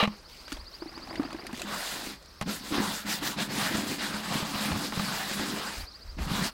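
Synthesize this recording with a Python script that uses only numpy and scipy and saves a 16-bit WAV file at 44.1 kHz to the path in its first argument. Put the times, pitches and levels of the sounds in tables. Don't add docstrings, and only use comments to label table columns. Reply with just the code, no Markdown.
import sys
import numpy as np
from scipy import signal
from scipy.io import wavfile
from scipy.ndimage import uniform_filter1d

SR = 44100
rng = np.random.default_rng(int(sys.argv[2]) if len(sys.argv) > 2 else 0)


def output_pcm(signal):
    pcm = np.clip(np.atleast_2d(signal).T, -1, 1) * 32767
    wavfile.write(sys.argv[1], SR, np.round(pcm).astype(np.int16))


N = 287952


# f/Hz, relative level per Hz/dB
AIR_AND_BIRD_HAZE_SPECTRUM = [(59, -43.5), (100, -16.5), (121, -14), (135, -12), (502, -17), (583, -14.5),
                              (662, -19.5), (1170, -16.5), (2860, -25), (4020, -27.5), (4570, -16.5),
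                              (5420, -29), (5900, -29), (6420, -31.5), (16000, -37.5)]
# f/Hz, relative level per Hz/dB
RUMBLE_SPECTRUM = [(18, -16), (30, -9), (46, -5.5), (72, -7.5), (105, -39)]
# t/s, length/s, level/dB, top of the rumble f/Hz
GUSTS = [(.52, 0.166, -43, 50), (2.4, .085, -49, 100), (4.68, 0.117, -46.5, 110),
         (5.765, 0.105, -35.5, 110), (6.039, 0.168, -40, 80), (6.169, 0.148, -31.5, 90),
         (6.3, 0.213, -44.5, 90)]
# attack/s, growth from start to end/dB, arch in the middle/dB, release/s
GUST_SHAPE = (.02, -3.5, 1.5, .05)
AIR_AND_BIRD_HAZE_DB, BREEZE_DB = -53.5, -57

# t from its middle/s, f/Hz, relative level/dB
SYLLABLE = [(-.032, 4000, -35), (-.03, 4400, -8), (-.026, 5500, -6), (-.0245, 5800, -10),
            (-.0235, 5900, -45), (-.0225, 3450, -40), (-.02, 3650, -15), (-.009, 4200, -8),
            (-.002, 4500, 0), (.008, 4830, 0), (.015, 5100, -5), (.02, 4850, -13), (.024, 4700, -35)]
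# t/s, length/s, first gap between syllables/s, loudest t/s, level/dB
TRILLS = [(0.121, 1.8, .0677, .92, -42.5), (5.668, .45, .0700, 5.588, -41.5)]
# t/s, starting f/Hz, final f/Hz, level/dB
SLURS = [(2.275, 5900, 5370, -54), (5.902, 5200, 3700, -49.5), (5.963, 6200, 5670, -61.5),
         (6.038, 6100, 5640, -63.5), (6.108, 5000, 3460, -57), (6.116, 6000, 5500, -68)]
TRILL_SLOWS_S = .00036
TRILL_ARCH_DB_PER_S2 = 16.5

# f/Hz, relative level per Hz/dB
SPLASH_SPECTRUM = [(210, -45), (350, -0.5), (455, -9.5), (834, -4), (1530, -7.5), (2010, -8), (3600, -20.5),
                   (4680, -54), (7920, -120)]
# f/Hz, relative level per Hz/dB
SPRAY_SPECTRUM = [(2000, -2.5), (3500, -0.5), (6000, -6.5), (9000, -11.5), (15500, -17.5)]
# t/s, level/dB
FLOW = [(.12, -53.5), (.25, -70.5), (.42, -61.5), (.56, -48.5), (.66, -65.5), (.9, -52.5), (1.2, -43.5),
        (1.4, -49), (1.66, -45.5)]
# t/s, length/s, level/dB
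SPRAYS = [(.27, .21, -55), (.48, .09, -50), (.72, 0.088, -58), (1.53, .14, -47)]
# attack/s, growth from start to end/dB, arch in the middle/dB, release/s
SPRAY_SHAPE = (.02, -1.2, 1.5, .04)
# t/s, pre-trim level/dB, f/Hz, splash level/dB
PLOPS = [(0.521, -31, 280, -42), (0.82, -29.5, 335.6, -35), (0.859, -32, 315, -52),
         (0.974, -36.5, 327, -40), (1.196, -17, 281.6, -31.5), (1.249, -28.5, 279, -37.5),
         (1.345, -28.5, 321.2, -32), (1.392, -35.5, 344, -37), (1.452, -39, 338, -48.5),
         (1.493, -36, 326.5, -42), (1.531, -29, 234, -57)]
# t/s, pre-trim smack level/dB, pre-trim fizz level/dB, starting drop f/Hz
SPATTERS = [(0.4799, -39, -55.5, 1450), (0.52, -33.5, -40, 1338), (0.5259, -37.5, -32, 1710),
            (0.5687, -43, -50.5, 3284), (0.7403, -50, -63.5, 1050), (0.9781, -40.5, -59, 1520),
            (1.005, -51, -61, 1045), (1.156, -34, -66, 1900), (1.2306, -40, -55, 1140),
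            (1.3059, -39, -59, 1227), (1.329, -39, -43, 1036), (1.4674, -36, -35.5, 2036),
            (1.5291, -42, -39.5, 1550), (1.596, -37.5, -42, 3900), (1.618, -32, -30, 2460),
            (2.226, -55, -49, 3800), (2.259, -56, -49, 4200), (2.412, -37, -33, 2400),
            (2.423, -40, -36, 1300)]
GURGLE_DB, GURGLE_DB_PER_FLOW_DB = -42.5, 1.4
MIST_DB = -12.5

# f/Hz, relative level/dB, t60/s
PAN_MODES = [(96.2, -1.5, 0.105), (116.6, -7, 0.157), (137.1, -4.5, 0.149), (176.1, -1, 0.0696),
             (208.77, -3.5, 0.1814), (256, -4.5, 0.0713), (288.75, -3.5, 0.1113), (339.1, -3, 0.054),
             (394.3, -5, 0.101), (516, 2.5, 0.0365)]
# f/Hz, relative level/dB, t60/s
RIM_MODES = [(619.8, -4, 0.04), (844, -1, 0.058), (1006, -2.5, 0.0158), (1077, -1.5, 0.0616),
             (1240, 2.5, 0.0242), (1757, 0.5, 0.026), (2434, 4, 0.0177), (2687, -8, 0.065),
             (2839, 0.5, 0.0595), (3184, -8.5, .04), (3936, 3.5, 0.0135)]
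# t/s, pre-trim level/dB
DRAG = [(0, -18), (.012, -21.5), (.02, -24.5), (.038, -19), (.049, -28), (.056, -26), (.07, -50),
        (.11, -52), (.15, -54.5)]
# f/Hz, relative level per Hz/dB
GRIT_SPECTRUM = [(210, -54), (350, -25), (523, 2), (601, -9.5), (1260, -2.5), (1540, -28.5), (1660, -24.5),
                 (2100, -7), (2520, -12.5), (3040, -11.5), (4330, -21.5), (5990, -36.5), (14000, -43)]
# t/s, pre-trim thud level/dB, thud f/Hz, pre-trim slap level/dB
KNOCKS = [(0.026, -12, 215.4, -38), (0.074, -15.5, 190, -30.5), (2.07, -28.5, 250, -60.5),
          (2.412, -19, 156.8, -27.5), (2.423, -26, 202.4, -30), (2.476, -20, 213, -45),
          (2.721, -15, 280, -36), (2.78, -14, 255, -32), (2.8, -17, 262, -42), (2.877, -26.5, 212, -40.5),
          (3.222, -23, 283, -39), (3.386, -38, 172, -29), (3.749, -14.5, 260, -27.5), (3.78, -20, 290, -36),
          (4.141, -24.5, 205, -33), (4.354, -18.5, 269.4, -35.5), (4.425, -18.5, 191.8, -31.5),
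          (4.553, -23, 164, -43), (4.716, -20, 117, -28), (4.728, -21, 101, -37.5),
          (4.923, -35.5, 102, -30.5), (4.973, -15.5, 182.5, -32.5), (4.995, -17, 191.8, -27.5),
          (5.311, -24.5, 207, -33.5), (5.394, -20.5, 223, -28.5), (6.186, -26, 173, -35),
          (6.313, -15, 183, -43.5)]

# f/Hz, relative level per Hz/dB
RASP_SPECTRUM = [(240, -11.5), (400, -6.5), (527, -3.5), (782, 1), (1370, -4), (1590, -1.5), (2620, -6),
                 (4390, -3), (5990, -21), (7000, -18.5), (9100, -48), (15400, -120)]
# f/Hz, relative level per Hz/dB
SUDS_SPECTRUM = [(1650, -18.5), (2800, -9.5), (4400, -1.5), (5980, -7.5), (8300, -5), (11000, -16.5),
                 (12900, -1), (15100, -17.5), (16000, -22)]
# t/s, length/s, pre-trim rasp, suds and drumming level/dB each, rasp colour f/Hz, drumming f/Hz
STROKES = [(1.64, 0.208, -35, -45, -38.5, 1362, 248), (1.692, 0.3427, -37.5, -40.5, -55, 1600, 221),
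           (1.919, 0.2706, -42.5, -45, -42.5, 1800, 278), (2.455, 0.103, -31.5, -36.5, -31, 1190, 217),
           (2.473, 0.1666, -43, -40.5, -43, 1380, 212), (2.6, 0.24, -44.5, -45, -42.5, 1190, 291),
           (2.707, 0.1917, -31, -45.5, -28.5, 1050, 265), (2.774, 0.1947, -34, -39.5, -36.0, 1070, 241),
           (2.865, 0.205, -38.5, -39.5, -43, 1330, 249), (3.044, 0.178, -33, -34.5, -33, 1620, 196),
           (3.193, 0.188, -35, -36.5, -35.5, 1210, 247), (3.36, 0.1359, -30, -34.5, -29, 1500, 223),
           (3.469, 0.222, -36.5, -40, -33.5, 1380, 228), (3.557, 0.215, -31, -38, -35, 1520, 219.5),
           (3.692, 0.2004, -34.5, -39.1, -28, 1400, 273.5), (3.827, 0.1957, -38.5, -39.5, -35, 1780, 254),
           (3.971, 0.1924, -33, -40, -35.5, 1506, 238.4), (4.089, 0.18, -35, -43, -37, 1120, 207),
           (4.198, 0.197, -35.5, -42.5, -37, 1090, 177), (4.284, 0.1978, -31.5, -39.5, -35, 1330, 278),
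           (4.404, 0.2104, -37.5, -42.5, -39, 1204, 216), (4.515, 0.2464, -33, -39, -33.0, 1250, 210),
           (4.654, 0.17, -34.5, -44.5, -32.5, 1053, 195), (4.718, 0.2334, -36.5, -40, -33, 1335, 230),
           (4.899, 0.302, -36.5, -41.5, -35, 1250, 184), (5.07, 0.2587, -34.5, -40.5, -39.5, 1400, 216),
           (5.234, 0.222, -38.0, -39.0, -39.5, 1460, 254), (5.342, 0.2997, -37.5, -42, -33, 1230, 271.3),
           (5.53, 0.25, -36, -44.5, -41.5, 1450, 258.4), (5.676, 0.2074, -42.5, -45.5, -49.5, 1710, 290),
           (6.167, 0.1626, -37.5, -48, -36.5, 1432, 183), (6.263, 0.2344, -33.5, -40, -30.5, 1240, 197),
           (6.403, 0.1102, -27.5, -29.5, -29, 1350, 216)]
# attack/s, growth from start to end/dB, arch in the middle/dB, release/s
RASP_SHAPE = (0.0412, 2.52, 0.86, 0.1093)
SUDS_SHAPE = (0.0517, 1.66, 6.5, 0.0925)
DRUM_SHAPE = (0.0038, -0.77, 3, 0.0862)
# spread/octaves, drift rate f/Hz
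DRUM_WANDER = (.14, 9.95)
SHARPNESS, SHARPNESS_LIMIT_DB = 0.68, 5.5
SUDS_MARGIN_S = .003

CUTOFF_HZ = 15850


def from_db(db):
    return 10 ** (np.asarray(db) / 20)


def rms_one(x):
    return x / np.sqrt(np.mean(x ** 2) + 1e-20)


def even_out(x, window):
    return x / np.sqrt(uniform_filter1d(x ** 2, window) + 1e-12)


def in_time(rows):
    s, *columns = np.transpose(rows)
    return [np.interp(np.arange(N) / SR, np.sort(s), c) for c in columns]


def during(rows):
    t = np.arange(N) / SR
    return (t >= rows[0][0]) & (t < rows[-1][0])


def add(out, s, sound):
    start = int(np.clip(s * SR, 0, N - 1))
    out[start:start + len(sound)] += sound[:N - start]


def band(x, low_hz, high_hz):
    edges_hz = [low_hz, min(high_hz, .45 * SR)]
    return signal.sosfilt(signal.butter(2, edges_hz, "band", fs=SR, output="sos"), x)


def drift(rate_hz):
    r = np.exp(-40 * np.pi * rate_hz / SR)
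    noise = rng.standard_normal(N // 20 + 2002)
    slow = signal.lfilter([1], [1, -2 * r, r * r], noise)[2000:]
    return np.interp(np.arange(N) / 20, np.arange(len(slow)), rms_one(slow))


def ring(x, hz, t60):
    r = from_db(-60 / (t60 * SR))
    w = 2 * np.pi * hz / SR
    return signal.lfilter([0, np.sin(w)], [1, -2 * r * np.cos(w), r * r], x + 1e-18)


def grains(per_s, spread_db):
    sizes = from_db(spread_db * np.minimum(rng.exponential(1, N), 4))
    return rms_one((rng.random(N) < per_s / SR) * sizes * rng.choice([-1, 1], N))


def grain_pair(per_s, spread_db):
    return [grains(per_s, spread_db) for _ in range(2)]


def coloured(spectrum, patchy_db, sources=None, shade=None):
    points_hz, points_db = np.transpose(spectrum)
    sources = rng.standard_normal((2, N)) if sources is None else sources
    edges = 16 * 2 ** (np.arange(32) / 3)
    out = np.zeros(N)
    for k, (low, high) in enumerate(zip(edges, edges[1:])):
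        hz = np.sqrt(low * high)
        if points_hz.min() < hz < points_hz.max():
            level_db = np.interp(np.log(hz), np.log(points_hz), points_db) + patchy_db * drift(13.53)
            shade_db = shade(hz) if shade else 0
            out += from_db(level_db + shade_db) * band(sources[k % 2], low, high)
    return rms_one(out)


def burst(low_hz, high_hz, t60):
    t = np.arange(SR // 5) / SR
    return rms_one(band(rng.standard_normal(len(t)), low_hz, high_hz)) * from_db(-60 * t / t60)


def swells(rows, shape):
    attack_s, growth_db, arch_db, release_s = shape
    power = np.zeros(N)
    for s, length_s, db in rows:
        t = np.arange(0, length_s, 1 / SR)
        edges = np.clip(t / attack_s, 0, 1) * np.clip((length_s - t) / release_s, 0, 1)
        along = t / length_s
        level_db = db + growth_db * along - arch_db * (2 * along - 1) ** 2
        add(power, s, (edges * from_db(level_db)) ** 2)
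    return np.sqrt(power)


def air_and_bird_haze():
    return from_db(AIR_AND_BIRD_HAZE_DB) * coloured(AIR_AND_BIRD_HAZE_SPECTRUM, patchy_db=2.0)


def wind(rumble_top_hz=105, falls_db_per_octave=15):
    s, length_s, db, top_hz = np.transpose(GUSTS)
    strength = np.hypot(from_db(BREEZE_DB), swells(zip(s, length_s, db), GUST_SHAPE))
    reach_hz, = in_time(np.transpose([s, top_hz]))

    def above_reach(hz):
        return -falls_db_per_octave * np.maximum(np.log2(hz / reach_hz), 0)

    rumble = coloured(RUMBLE_SPECTRUM, patchy_db=0.0, shade=above_reach)
    rumble = signal.sosfilt(signal.butter(4, rumble_top_hz, fs=SR, output="sos"), rumble)
    return strength * even_out(rumble, SR // 10)


def slur(start_hz, end_hz):
    swell = np.hanning(int(0.02893 * SR))
    pitch_hz = np.linspace(start_hz, end_hz, len(swell))
    return swell * np.sin(2 * np.pi * np.cumsum(pitch_hz) / SR)


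def far_birds(far_db=-58.5, count=120):
    song = np.zeros(N)
    for s, start_hz, end_hz, level_db in SLURS:
        add(song, s, from_db(level_db) * slur(start_hz, end_hz))
    for when, height, slope in rng.random((count, 3)):
        hz = 4200 + 1300 * height
        glide_hz = 1400 * (slope - .5)
        add(song, when * N / SR, from_db(far_db) * slur(hz - glide_hz, hz + glide_hz))
    return song


def syllables(uneven_db=0.87):
    for start, length_s, gap_s, loudest_s, db in TRILLS:
        s = start
        while s < start + length_s:
            yield s, db - TRILL_ARCH_DB_PER_S2 * (s - loudest_s) ** 2 + rng.normal(0, uneven_db)
            s += gap_s
            gap_s += TRILL_SLOWS_S


def near_bird():
    song = np.zeros(N)
    s, pitch_hz, shape_db = np.transpose(SYLLABLE)
    t = np.arange(s[0], s[-1], 1 / SR)
    for middle, level_db in syllables():
        detune = rng.normal(0, 0.00484)
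        phase = 2 * np.pi * np.cumsum(np.interp(t, s, pitch_hz) * (1 + detune)) / SR
        add(song, middle + s[0], from_db(level_db + np.interp(t, s, shape_db)) * np.sin(phase))
    return song


def birds(echo_db=-11.5):
    song = far_birds() + near_bird()
    t = np.arange(SR // 2) / SR
    trees = rng.standard_normal(len(t)) * np.exp(-t / 0.024)
    return song + from_db(echo_db) * signal.fftconvolve(song, trees / np.linalg.norm(trees))[:N]


def water(wash_db=-1.5, bubbles_per_s=7):
    flow_db, = in_time(FLOW)
    pitches = np.geomspace(600, 3000, 18)
    bubbles = rms_one(sum(ring(grains(bubbles_per_s, spread_db=1.5), hz, 20 / hz) for hz in pitches))
    wash = coloured(SPLASH_SPECTRUM, patchy_db=2.5, sources=grain_pair(900, spread_db=3.5))
    splash = rms_one(bubbles + from_db(wash_db) * wash)
    spray = coloured(SPRAY_SPECTRUM, patchy_db=2.0, sources=grain_pair(2500, spread_db=3.5))
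    high_hollow = ring(grains(200, spread_db=5.0), 329.7, 0.058)
    low_hollow = ring(grains(170, spread_db=2.5), 248, 0.0303)
    gurgle = rms_one(high_hollow + 1.32 * low_hollow)
    gurgle_db = GURGLE_DB + GURGLE_DB_PER_FLOW_DB * (flow_db - flow_db.max())
    stirred = from_db(flow_db) * (splash + from_db(MIST_DB) * spray) + from_db(gurgle_db) * gurgle
    return during(FLOW) * stirred + swells(SPRAYS, SPRAY_SHAPE) * spray


def plops(ring_t60=0.0526, swell_s=0.00224):
    out = np.zeros(N)
    t = np.arange(SR // 5) / SR
    for s, pocket_db, hz, splash_db in PLOPS:
        envelope = (1 - np.exp(-t / swell_s)) * np.exp(-np.log(1000) * t / ring_t60)
        add(out, s, from_db(pocket_db + 5.5) * np.sin(2 * np.pi * hz * t) * envelope)
        add(out, s + 0.001894, from_db(splash_db) * burst(586, 1273, t60=0.044))
    return out


def spatters(drop_t60=0.024, rise_per_s=8.4):
    out = np.zeros(N)
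    t = np.arange(SR // 20) / SR
    for s, smack_db, fizz_db, hz in SPATTERS:
        bubble = np.sin(2 * np.pi * hz * t * (1 + rise_per_s * t)) * np.exp(-np.log(1000) * t / drop_t60)
        add(out, s, from_db(smack_db + 2.5) * bubble)
        add(out, s, from_db(smack_db - 2.5) * burst(1290, 4300, t60=0.049))
        add(out, s, from_db(fizz_db - 2.5) * burst(3900, 10430, t60=0.0213))
    return out


def rim_ringing(force):
    modes = [from_db(db) * ring(force, hz, t60) for hz, db, t60 in RIM_MODES]
    return rms_one(sum((-1) ** k * mode for k, mode in enumerate(modes)))


def rim_drag(ring_db=-2.5):
    level_db, = in_time(DRAG)
    pressure = during(DRAG) * from_db(level_db - 3.0)
    grit = coloured(GRIT_SPECTRUM, patchy_db=1.0, sources=grain_pair(3500, spread_db=2.0))
    return pressure * (grit + from_db(ring_db) * rim_ringing(grains(2800, spread_db=1.5)))


def struck(modes):
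    t = np.arange(SR // 3) / SR
    hz, db, t60 = np.transpose(modes)[:, :, None]
    return hz, from_db(db) * np.sin(2 * np.pi * hz * t) * np.exp(-np.log(1000) * t / t60)


def knocks(focus_octaves=0.092, thud_gain_db=-5.5, slap_gain_db=-2.0, clack_gain_db=-5.0):
    out = np.zeros(N)
    mode_hz, body = struck(PAN_MODES)
    _, rim = struck(RIM_MODES)
    signs = rng.choice([-1, 1], (len(KNOCKS), len(rim)))
    for (s, thud_db, hz, slap_db), sign in zip(KNOCKS, signs):
        thud = np.sum(body / (1 + (np.log2(mode_hz / hz) / focus_octaves) ** 2), axis=0)
        add(out, s + 0.002365, from_db(thud_db + thud_gain_db) * thud / np.abs(thud).max())
        add(out, s, from_db(slap_db + slap_gain_db) * burst(233, 2620, t60=0.0507))
        add(out, s + 0.001916, from_db(slap_db + clack_gain_db) * band(sign @ rim, 356, 1104))
    return out


def pan_body(force, centre_hz, focus_octaves=0.593):
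    octave = np.log2(centre_hz)
    out = np.zeros(N)
    for k, (hz, db, t60) in enumerate(PAN_MODES):
        focus = 1 / (1 + ((np.log2(hz) - octave) / focus_octaves) ** 2)
        out += (-1) ** k * from_db(db) * ring(force, hz, t60) * focus
    return out


def bristle_rasp(colour_hz, sharp_db, colour_db=4.4, colour_octaves=0.45, sharp_hz=2400, ring_db=-11.5):
    octave = np.log2(colour_hz)

    def under_hand(hz):
        hollow = np.exp(-((np.log2(hz) - octave) / colour_octaves) ** 2)
        return colour_db * hollow + sharp_db / (1 + (sharp_hz / hz) ** 4)

    flicks = grain_pair(3500, spread_db=2.0)
    rasp = coloured(RASP_SPECTRUM, patchy_db=2.28, sources=flicks, shade=under_hand)
    return rasp + from_db(ring_db) * rim_ringing(grains(900, spread_db=2.0))


def suds_hiss():
    return coloured(SUDS_SPECTRUM, patchy_db=2.0, sources=grain_pair(16000, spread_db=1.5))


def pan_drumming(spot_hz):
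    octaves, rate_hz = DRUM_WANDER
    shaking = band(grains(400, spread_db=1.5), 86.6, 552)
    return even_out(pan_body(shaking, spot_hz * 2 ** (octaves * drift(rate_hz))), SR // 20)


def scrubbing(chatter_db=.55, judder_db=1.6, rasp_gain_db=-1.6432, suds_gain_db=0.63, drum_gain_db=-3.5):
    s, length_s, rasp_db, suds_db, drum_db, stroke_hz, spot_hz = np.transpose(STROKES)
    lightness_db = suds_db - rasp_db
    edge_db = SHARPNESS * (lightness_db - lightness_db.mean())
    edge_db = np.clip(edge_db, -SHARPNESS_LIMIT_DB, SHARPNESS_LIMIT_DB)
    middle_s = s + (length_s + RASP_SHAPE[0]) / 2
    colour_hz, drum_hz, sharp_db = in_time(np.transpose([middle_s, stroke_hz, spot_hz, edge_db]))
    catch_db = chatter_db * drift(60)
    rasp_swell = swells(zip(s, length_s, rasp_db), RASP_SHAPE)
    suds_swell = swells(zip(s + SUDS_MARGIN_S, length_s - 2 * SUDS_MARGIN_S, suds_db), SUDS_SHAPE)
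    drum_swell = swells(zip(s, length_s, drum_db), DRUM_SHAPE)
    rasp = bristle_rasp(colour_hz, sharp_db) * rasp_swell * from_db(rasp_gain_db + catch_db)
    suds = suds_hiss() * suds_swell * from_db(suds_gain_db + catch_db)
    drum = pan_drumming(drum_hz) * drum_swell * from_db(drum_gain_db + judder_db * drift(11))
    return rasp + suds + drum


def scene():
    background = air_and_bird_haze() + wind() + birds()
    bucket = water() + plops() + spatters()
    pan = rim_drag() + knocks() + scrubbing()
    mid = background + bucket + pan
    return np.array([mid, mid])


def record(dry, self_noise_db=-84.0):
    noisy = dry + from_db(self_noise_db) * rng.standard_normal(dry.shape)
    return signal.sosfilt(signal.ellip(12, .1, 80, CUTOFF_HZ, fs=SR, output="sos"), noisy)


dry = scene()
out = record(dry)
output_pcm(out)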